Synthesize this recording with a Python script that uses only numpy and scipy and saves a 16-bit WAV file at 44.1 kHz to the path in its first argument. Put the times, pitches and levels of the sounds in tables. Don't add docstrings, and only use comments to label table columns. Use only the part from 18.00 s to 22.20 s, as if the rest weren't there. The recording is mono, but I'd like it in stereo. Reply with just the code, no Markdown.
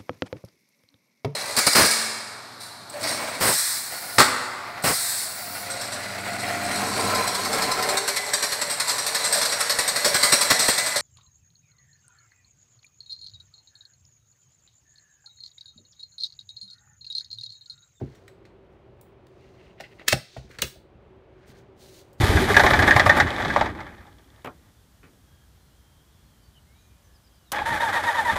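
import sys
import numpy as np
from scipy import signal
from scipy.fft import rfft, irfft, next_fast_len
from scipy.io import wavfile
from scipy.ndimage import map_coordinates

SR = 44100
rng = np.random.default_rng(int(sys.argv[2]) if len(sys.argv) > 2 else 0)


def natural_amplitude(level_db):
    exponent = np.asarray(level_db, float) / 20
    return 10 ** exponent


def unload_wav(signal):
    wavfile.write(
        sys.argv[1],
        SR,
        np.round(np.clip(np.atleast_2d(signal).T, -1, 1) * 32767).astype(np.int16),
    )


N = 185245

# [f/Hz, density/dB per Hz]
AIR_SPECTRUM = [(15, -49), (25, -7), (64, -3.5), (161, -9), (185, -9), (277, -11), (384, -16), (416, -8.5),
                (545, -12), (591, -11.5), (988, -16.5), (1700, -24.5), (2110, -25.5), (3160, -30.5),
                (16000, -75.5)]
# [f/Hz, width/Hz, level/dB]
FAN_LINES = [(58.6, 30, -66), (118.6, 30.7, -62), (328, 24, -66), (379.9, 32, -56.5), (562, 47, -65.5)]
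# [f/Hz, correlation]
CHANNEL_LIKENESS = [(60, 0.83), (150, 0.9), (380, 0.69), (950, 0.033), (2380, 0.15), (5980, 0.22),
                    (15000, 0.2)]
# [f/Hz, t60/s]
ROOM_DECAY = [(150, 0.19), (700, 0.22), (2000, 0.27), (4000, .32), (7000, 0.25), (11000, 0.25),
              (15000, 0.23)]
# [f/Hz, lead/rad]
PORT_LEAD = [(0, 0), (600, .6), (1200, .15), (3300, .6), (4600, 1.7), (6200, .7), (9000, 2.1), (11500, 1.1),
             (16000, 1.7)]
# [f/Hz, level/dB]
PORT_LEAN = [(60, -.5), (200, 0), (380, -2), (700, -2.5), (1290, -.5), (2380, -2), (4400, -1.5), (8120, 1),
             (15000, .5)]
# [f/Hz, density/dB per Hz]
SKIN_SPECTRUM = [(700, -30), (1300, -10), (2600, -6), (3400, -3), (4300, 0), (5300, -5), (6300, -3),
                 (7800, -8), (9100, -6), (10000, -12), (12500, -11), (15500, -11), (17000, -14)]
# [t/s, length/s, level/dB, share of dry skin: the rest is dull cloth or card]
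HAND_STROKES = [(-.3, 0.79, -66, .4), (.68, .14, -89, .9), (1.2, 0.8, -70.5, .3), (1.799, 0.43, -69, .6),
                (2.14, 0.4, -45, .2), (2.469, 0.15, -56, .6), (2.641, .19, -54.5, .5), (3.3, 0.5, -74, .1),
                (3.45, 0.11, -60.5, .9), (3.522, 0.13, -64.5, .6), (3.745, 0.27, -55.5, .9),
                (3.879, 0.21, -54.5, .9), (4.02, .15, -73.5, .9), (4.165, 0.11, -62, .9)]
# [t/s, tube level/dB, desk level/dB, contact cut-off f/Hz, tube pitch ratio: low when hand-loaded]
SOFT_KNOCKS = [(.010, -37, -64, 1000, 1.06), (0.014, -26, -26, 704, .62), (0.021, -43, -24.5, 112, .6),
               (0.035, -28.5, -27.5, 380, 0.57), (0.073, -38, -37, 300, 0.65), (0.529, -63, -70, 193, 1.3),
               (1.801, -32, -48.5, 1187, 1.08), (1.817, -46, -67, 1184, 1),
               (2.012, -41.5, -71.5, 1176, 1.05), (2.082, -31.5, -44, 1580, 0.97),
               (2.1278, -1.5, -25, 1232, 1), (2.1281, -13.5, -5.5, 613, .8), (2.365, -23, -32, 1210, 1.106),
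               (2.372, -32, -24, 574.5, 0.81), (2.441, -41.5, -36, 396, 0.58), (2.498, -42, -42.5, 301, .8),
               (2.626, -22.5, -24, 1205, 0.83), (2.639, -28, -29.5, 500, 0.62),
               (2.759, -42, -41, 256, 1.03), (2.942, -66, -46, 248, 1), (3.166, -69, -52, 150, 0.93),
               (3.488, -55, -44, 402, 1.26)]
# [f/Hz, level/dB, t60/s]
TUBE_MODES = [(396, -6.5, 0.015), (490, 0, 0.038), (616, 8.5, 0.032), (737, -0.5, 0.054), (772.6, 0, 0.053),
              (839, -0.5, 0.019), (960, -9.5, 0.039), (1390, -5, 0.023), (1803, -31.5, .03)]
# [f/Hz, level/dB, t60/s]
DESK_MODES = [(62, -5, .13), (125, -1, .11), (165, -7, .07), (206, 0, .08), (270, -8, .08), (350, -7, .07)]
# [t/s, length/s, level/dB]
LEVER_CREAKS = [
    (-.2, 0.45, -64),
    (1.36, 0.16, -66.5),
    (1.48, 0.28, -62.5),
    (1.765, 0.065, -53.5),
    (1.81, 0.07, -49.5),
    (1.895, 0.047, -57.5),
    (1.975, .058, -48),
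    (2.055, 0.021, -55.5),
    (2.45, 0.14, -51),
    (3.2, 0.5, -64),
]
# [f/Hz, width/Hz, level/dB]
PIVOT_RESONANCES = [(1500, 432, 1.5), (2050, 430, 7.5), (2730, 540, 7), (4172, 2600, -1)]
# [let go t/s, stop t/s, level at stop/dB]
SLIDING_RUNS = [
    (2.058, 2.125, -18.5),
    (2.621, 2.633, -33.5),
]
# [f/Hz, density/dB per Hz]
CRACK_SPECTRUM = [(400, -17.5), (800, -27.5), (1300, -10.5), (2100, -7), (3000, -11.5), (4300, -4),
                  (6000, -11.5), (8500, -7.5), (11000, -14.5), (13500, -15.5), (15500, -8), (17000, -29)]
# [f/Hz, level/dB, t60/s]
SPRING_MODES = [(1299, -14, 0.078), (1690, -8.5, .04), (2280, -3.5, 0.042), (2576, -2, .18),
                (2780, -5, .08), (3088, -10, 0.1), (3690, -17, 0.13), (4300, -4.5, .06), (5370, -9.5, .13),
                (6050, -14, .08), (7025, -15, .03), (8434, -14.5, .02), (12200, -24, .04),
                (14700, -13, .05)]
# [f/Hz, level/dB, t60/s]
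LEVER_MODES = [(1478, -9.5, .03), (1810, 1, 0.061), (2620, -7, 0.053), (2790, 0.5, 0.076),
               (3120, -4.5, 0.087), (3430, -9.5, 0.072), (4007, -2.5, 0.088), (5530, 1.5, .1),
               (6300, -7.5, .04), (6440, -10, .04), (8020, -10, .04), (10800, -19, .04), (11700, -14, .05),
               (13780, -15.5, .03)]
# [t/s, level/dB, rattle/s, brightness/dB per octave, ring level/dB]
SMALL_TICKS = [(.149, -47.5, 0.013, -2, -6), (.279, -37, 0.0032, -5, -10.5),
               (.452, -43.5, 0.0089, -10.5, -24), (1.012, -41, 0.0033, 11, -33),
               (1.268, -45, 0.0024, -4.5, -33), (1.800, -35, 0.0021, -7.5, 0.5),
               (1.807, -26, 0.0029, -6.5, -15), (1.817, -46.5, 0.0031, -1, -39),
               (1.9958, -30.5, .001, -19, -8), (2.013, -45, 0.0019, -21.5, -6.5),
               (2.025, -49, 0.0019, -9.5, -4), (2.367, -29, 0.0052, -9.5, -8.5),
               (2.513, -36.5, 0.0041, -8, -15), (3.500, -46, 0.0058, -7, -22),
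               (4.130, -44, 0.0047, 6.5, -24.5)]
# [t/s, level/dB, rattle/s, brightness/dB per octave, ring level/dB]
RETURN_BLOWS = [
    (2.586, -24, 0.0056, -9.5, -27.5),
    (2.6145, -34, 0.00055, -4, -24.5),
    (2.6185, -2.5, 0.0026, 4, -13),
    (2.6205, -1, 0.0014, 1, -29.5),
    (2.6238, -7.5, 0.0019, -5, -11),
    (2.636, -25, 0.0051, -6.5, -10),
    (2.645, -30, 0.0045, -5, -15),
    (2.653, -32, .003, 2.5, -10),
    (2.666, -24, 0.024, 4, -10.5),
]
# [t/s, level/dB, rattle/s, brightness/dB per octave, ring level/dB]
TRIP_BLOWS = [
    (2.0775, -25, 0.0015, 3.5, -11),
    (2.0802, -1, 0.004, -3.5, -8),
    (2.0835, 0.5, 0.0028, 0.5, -29),
    (2.0862, -7.5, 0.01, -3.5, -11),
    (2.1205, -6.5, 0.0068, -0.5, -14),
    (2.1252, 9, 0.0016, -4, -18.5),
    (2.1278, 7, 0.0024, -5, -20.5),
    (2.132, -3, 0.004, -6, -18),
]


def unit(x):
    return x / np.sqrt(np.mean(x ** 2) + 1e-20)


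def along(points, hz):
    f, value = np.transpose(points)
    return np.interp(np.log(hz + 1), np.log(f + 1), value)


def wobble(rate):
    knots = rng.standard_normal(int(N * rate / SR) + 4)
    return map_coordinates(knots, [np.arange(N) * rate / SR])


def filtered(x, response):
    n = x.shape[-1]
    size = next_fast_len(n + 8192)
    spectrum = rfft(x, size) * response(np.fft.rfftfreq(size, 1 / SR))
    return irfft(spectrum, size)[..., :n]


def resonant(peaks):
    def response(f):
        total = 0
        for k, (centre, width, db) in enumerate(peaks):
            damping = 1j * f * width
            total = total + (-1) ** k * natural_amplitude(db) * damping / (centre * centre - f * f + damping)
        return total
    return response


def ringing(modes, scatter_db, pitch=1):
    t = np.arange(SR // 5) / SR
    total = np.zeros(len(t))
    for k, (mode_hz, db, t60) in enumerate(modes):
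        hz = pitch * mode_hz
        decay = natural_amplitude(db + scatter_db * rng.standard_normal() - 60 * t / t60)
        twin_hz = hz * (1 + .018 * rng.standard_normal())
        pair = np.sin(2 * np.pi * hz * t) + .7 * np.sin(2 * np.pi * twin_hz * t)
        total += (-1) ** k * decay * pair
    return total


def add(track, s, sound):
    i = round(s * SR)
    track[i:i + len(sound)] += sound[:len(track) - i]


def stereo_noise(response):
    def mid_side(hz):
        angle = np.arccos(np.clip(along(CHANNEL_LIKENESS, hz), -1, 1)) / 2
        return response(hz) * np.array([np.cos(angle), np.sin(angle)])
    mid, side = filtered(rng.standard_normal((2, N)), mid_side)
    return unit(np.array([mid + side, mid - side]))


def strokes(rows, swell, die):
    start, length, db = np.transpose(rows)[..., None]
    progress = (np.arange(N) / SR - start) / length
    shape = np.clip(np.minimum(progress / swell, (1 - progress) / die), 0, 1) ** 2
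    return np.sqrt(np.sum((natural_amplitude(db) * shape) ** 2, axis=0))


def fan():
    air_gain = natural_amplitude(-54.5 + 0.29 * wobble(10))
    air = air_gain * stereo_noise(lambda hz: natural_amplitude(along(AIR_SPECTRUM, hz)))

    def hum(hz):
        return sum(natural_amplitude(db) / np.sqrt(width) * abs(resonant([(centre, width, 0)])(hz)) ** 2
                   for centre, width, db in FAN_LINES)
    return air + natural_amplitude(-55.5) * stereo_noise(hum)


def room(x):
    hz, t, z = signal.stft(rng.standard_normal((2, SR // 2)), SR, nperseg=256)
    apart = (hz / (hz + 900))[:, None]
    z = np.array([z[0] + apart * z[1], z[0] - apart * z[1]]) / np.sqrt(1 + apart ** 2)
    decay = natural_amplitude(-60 * t / along(ROOM_DECAY, hz)[:, None])
    tail = signal.istft(z * decay, SR, nperseg=256)[1]
    delayed = np.pad(x, (250, 0))[None]
    return signal.fftconvolve(delayed, tail / np.linalg.norm(tail[0]), axes=1)[:, :N]


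def ports(x):
    def both(hz):
        half = natural_amplitude(along(PORT_LEAN, hz) / 2) * np.exp(.5j * along(PORT_LEAD, hz))
        return np.array([half, 1 / half])
    return filtered(np.array([x, x]), both)


def hands():
    flutter = natural_amplitude(.8 * wobble(30) + 1.5 * wobble(300))
    noise = rng.standard_normal((3, N)) * flutter
    shared_and_own = noise[0] + 1.73 * noise[1:]
    hiss = unit(filtered(shared_and_own, lambda hz: natural_amplitude(along(SKIN_SPECTRUM, hz))))
    dull = unit(filtered(hiss, lambda hz: 1 / (1 + (hz / 6750) ** 6)))
    ease = dict(swell=0.26, die=.45)
    pace = strokes([row[:3] for row in HAND_STROKES], **ease)
    skin_rows = [(s, length, db + 20 * np.log10(np.clip(share, .01, 1))) for s, length, db, share in HAND_STROKES]
    skin = strokes(skin_rows, **ease)
    resting = natural_amplitude(-85.5)
    return ((skin + resting) * hiss + (pace - skin) * dull) * natural_amplitude([[-.5], [.5]])


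def knocks():
    track, t = np.zeros(N), np.arange(SR // 50) / SR
    for s, tube_db, desk_db, soft_hz, pitch in SOFT_KNOCKS:
        push = t * np.exp(-2 * np.pi * soft_hz * t)
        tube = signal.fftconvolve(push, ringing(TUBE_MODES, 1.3, pitch))
        desk = signal.fftconvolve(push, ringing(DESK_MODES, 5.7))
        add(track, s, natural_amplitude(tube_db) * tube / abs(tube).max())
        add(track, s + .003, natural_amplitude(desk_db) * desk / abs(desk).max())
    return track


def creak():
    slips = (rng.random(N) < 2200 / SR) * rng.standard_normal(N) * natural_amplitude(2.7 * wobble(90))
    pivot = resonant(PIVOT_RESONANCES)
    tight = unit(filtered(slips, lambda hz: pivot(hz) ** 2))
    slack = unit(filtered(slips, lambda hz: pivot(hz * 1.3) ** 2))
    s = np.arange(N) / SR
    loaded = (s > 1.2) & (s < 2.2)
    return strokes(LEVER_CREAKS, swell=0.45, die=0.18) * np.where(loaded, tight, slack)


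def speed():
    go, stop, db = np.transpose(SLIDING_RUNS)[..., None]
    s = np.arange(N) / SR
    moving = np.clip((s - go) / (stop - go), 0, 1) ** 2.5
    settle = np.exp(-(np.maximum(s - stop, 0) / 0.017) ** 2)
    return np.sum(natural_amplitude(db) * moving * settle, axis=0)


def travel():
    grit = rng.standard_normal(N) * natural_amplitude(0.91 * wobble(450))
    buzz = unit(signal.fftconvolve(grit, ringing(SPRING_MODES, scatter_db=0))[:N])
    guides = unit(filtered(grit, lambda hz: natural_amplitude(along(CRACK_SPECTRUM, hz)) / (1 + (hz / 9400) ** 4)))
    return speed() * (buzz + natural_amplitude(3.0) * guides)


def steel(blows, modes):
    cracks, rings, t = np.zeros(N), np.zeros(N), np.arange(SR // 16) / SR
    for s, db, rattle, tilt_db, ring_db in blows:
        shape = (1 - np.exp(-t / .0006)) * np.exp(-(t / rattle) ** 0.97)
        contacts = rng.standard_normal(len(t)) * natural_amplitude(4 * rng.standard_normal(len(t)))
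        chatter = shape * contacts
        bright = lambda hz: natural_amplitude(tilt_db * np.log2((hz + 1500) / 5500))
        crack = filtered(chatter, lambda hz: natural_amplitude(along(CRACK_SPECTRUM, hz)) * bright(hz))
        ring = filtered(signal.fftconvolve(chatter, ringing(modes, scatter_db=2.5)), bright)
        add(cracks, s, natural_amplitude(db) * crack / abs(crack).max())
        add(rings, s, natural_amplitude(db + ring_db) * ring / abs(ring).max())
    return cracks, rings


def scene():
    snap, spring = steel(TRIP_BLOWS, SPRING_MODES)
    clack, lever = steel(RETURN_BLOWS, LEVER_MODES)
    tick, tink = steel(SMALL_TICKS, LEVER_MODES)
    scrape, thumps = travel() + creak(), knocks()
    wet = natural_amplitude(-8.5) * room(snap + 0.51 * spring)
    wet = wet + natural_amplitude(-7) * room(clack + .3 * lever)
    wet = wet + natural_amplitude(-7) * room(tick + 0.67 * scrape)
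    wet = wet + natural_amplitude(-9) * room(thumps)
    near = snap + spring + clack + lever + tick + tink + scrape + thumps
    return ports(near) + wet + hands() + fan()


def low_pass(x):
    return signal.sosfilt(signal.butter(12, 16550, fs=SR, output="sos"), x)


def record(dry):
    x = signal.sosfilt(signal.butter(3, 42, "high", fs=SR, output="sos"), dry)
    loud = np.mean(x ** 2, axis=0)
    for seconds in (.025, .055):
        keep = np.exp(-1 / (seconds * SR))
        loud = signal.lfilter([1 - keep], [1, -keep], loud)
    knee_db, ceiling = -38, .85
    x = x * (1 + loud / natural_amplitude(knee_db) ** 2) ** -.25
    x = x / (1 + (x / ceiling) ** 4) ** .25
    top_hz = 15900
    mix = filtered(x, lambda hz: natural_amplitude(-32 * np.clip((hz - top_hz) / 350 + .65, 0, 1)))
    return low_pass(mix)


dry = scene()
out = record(dry)
unload_wav(out)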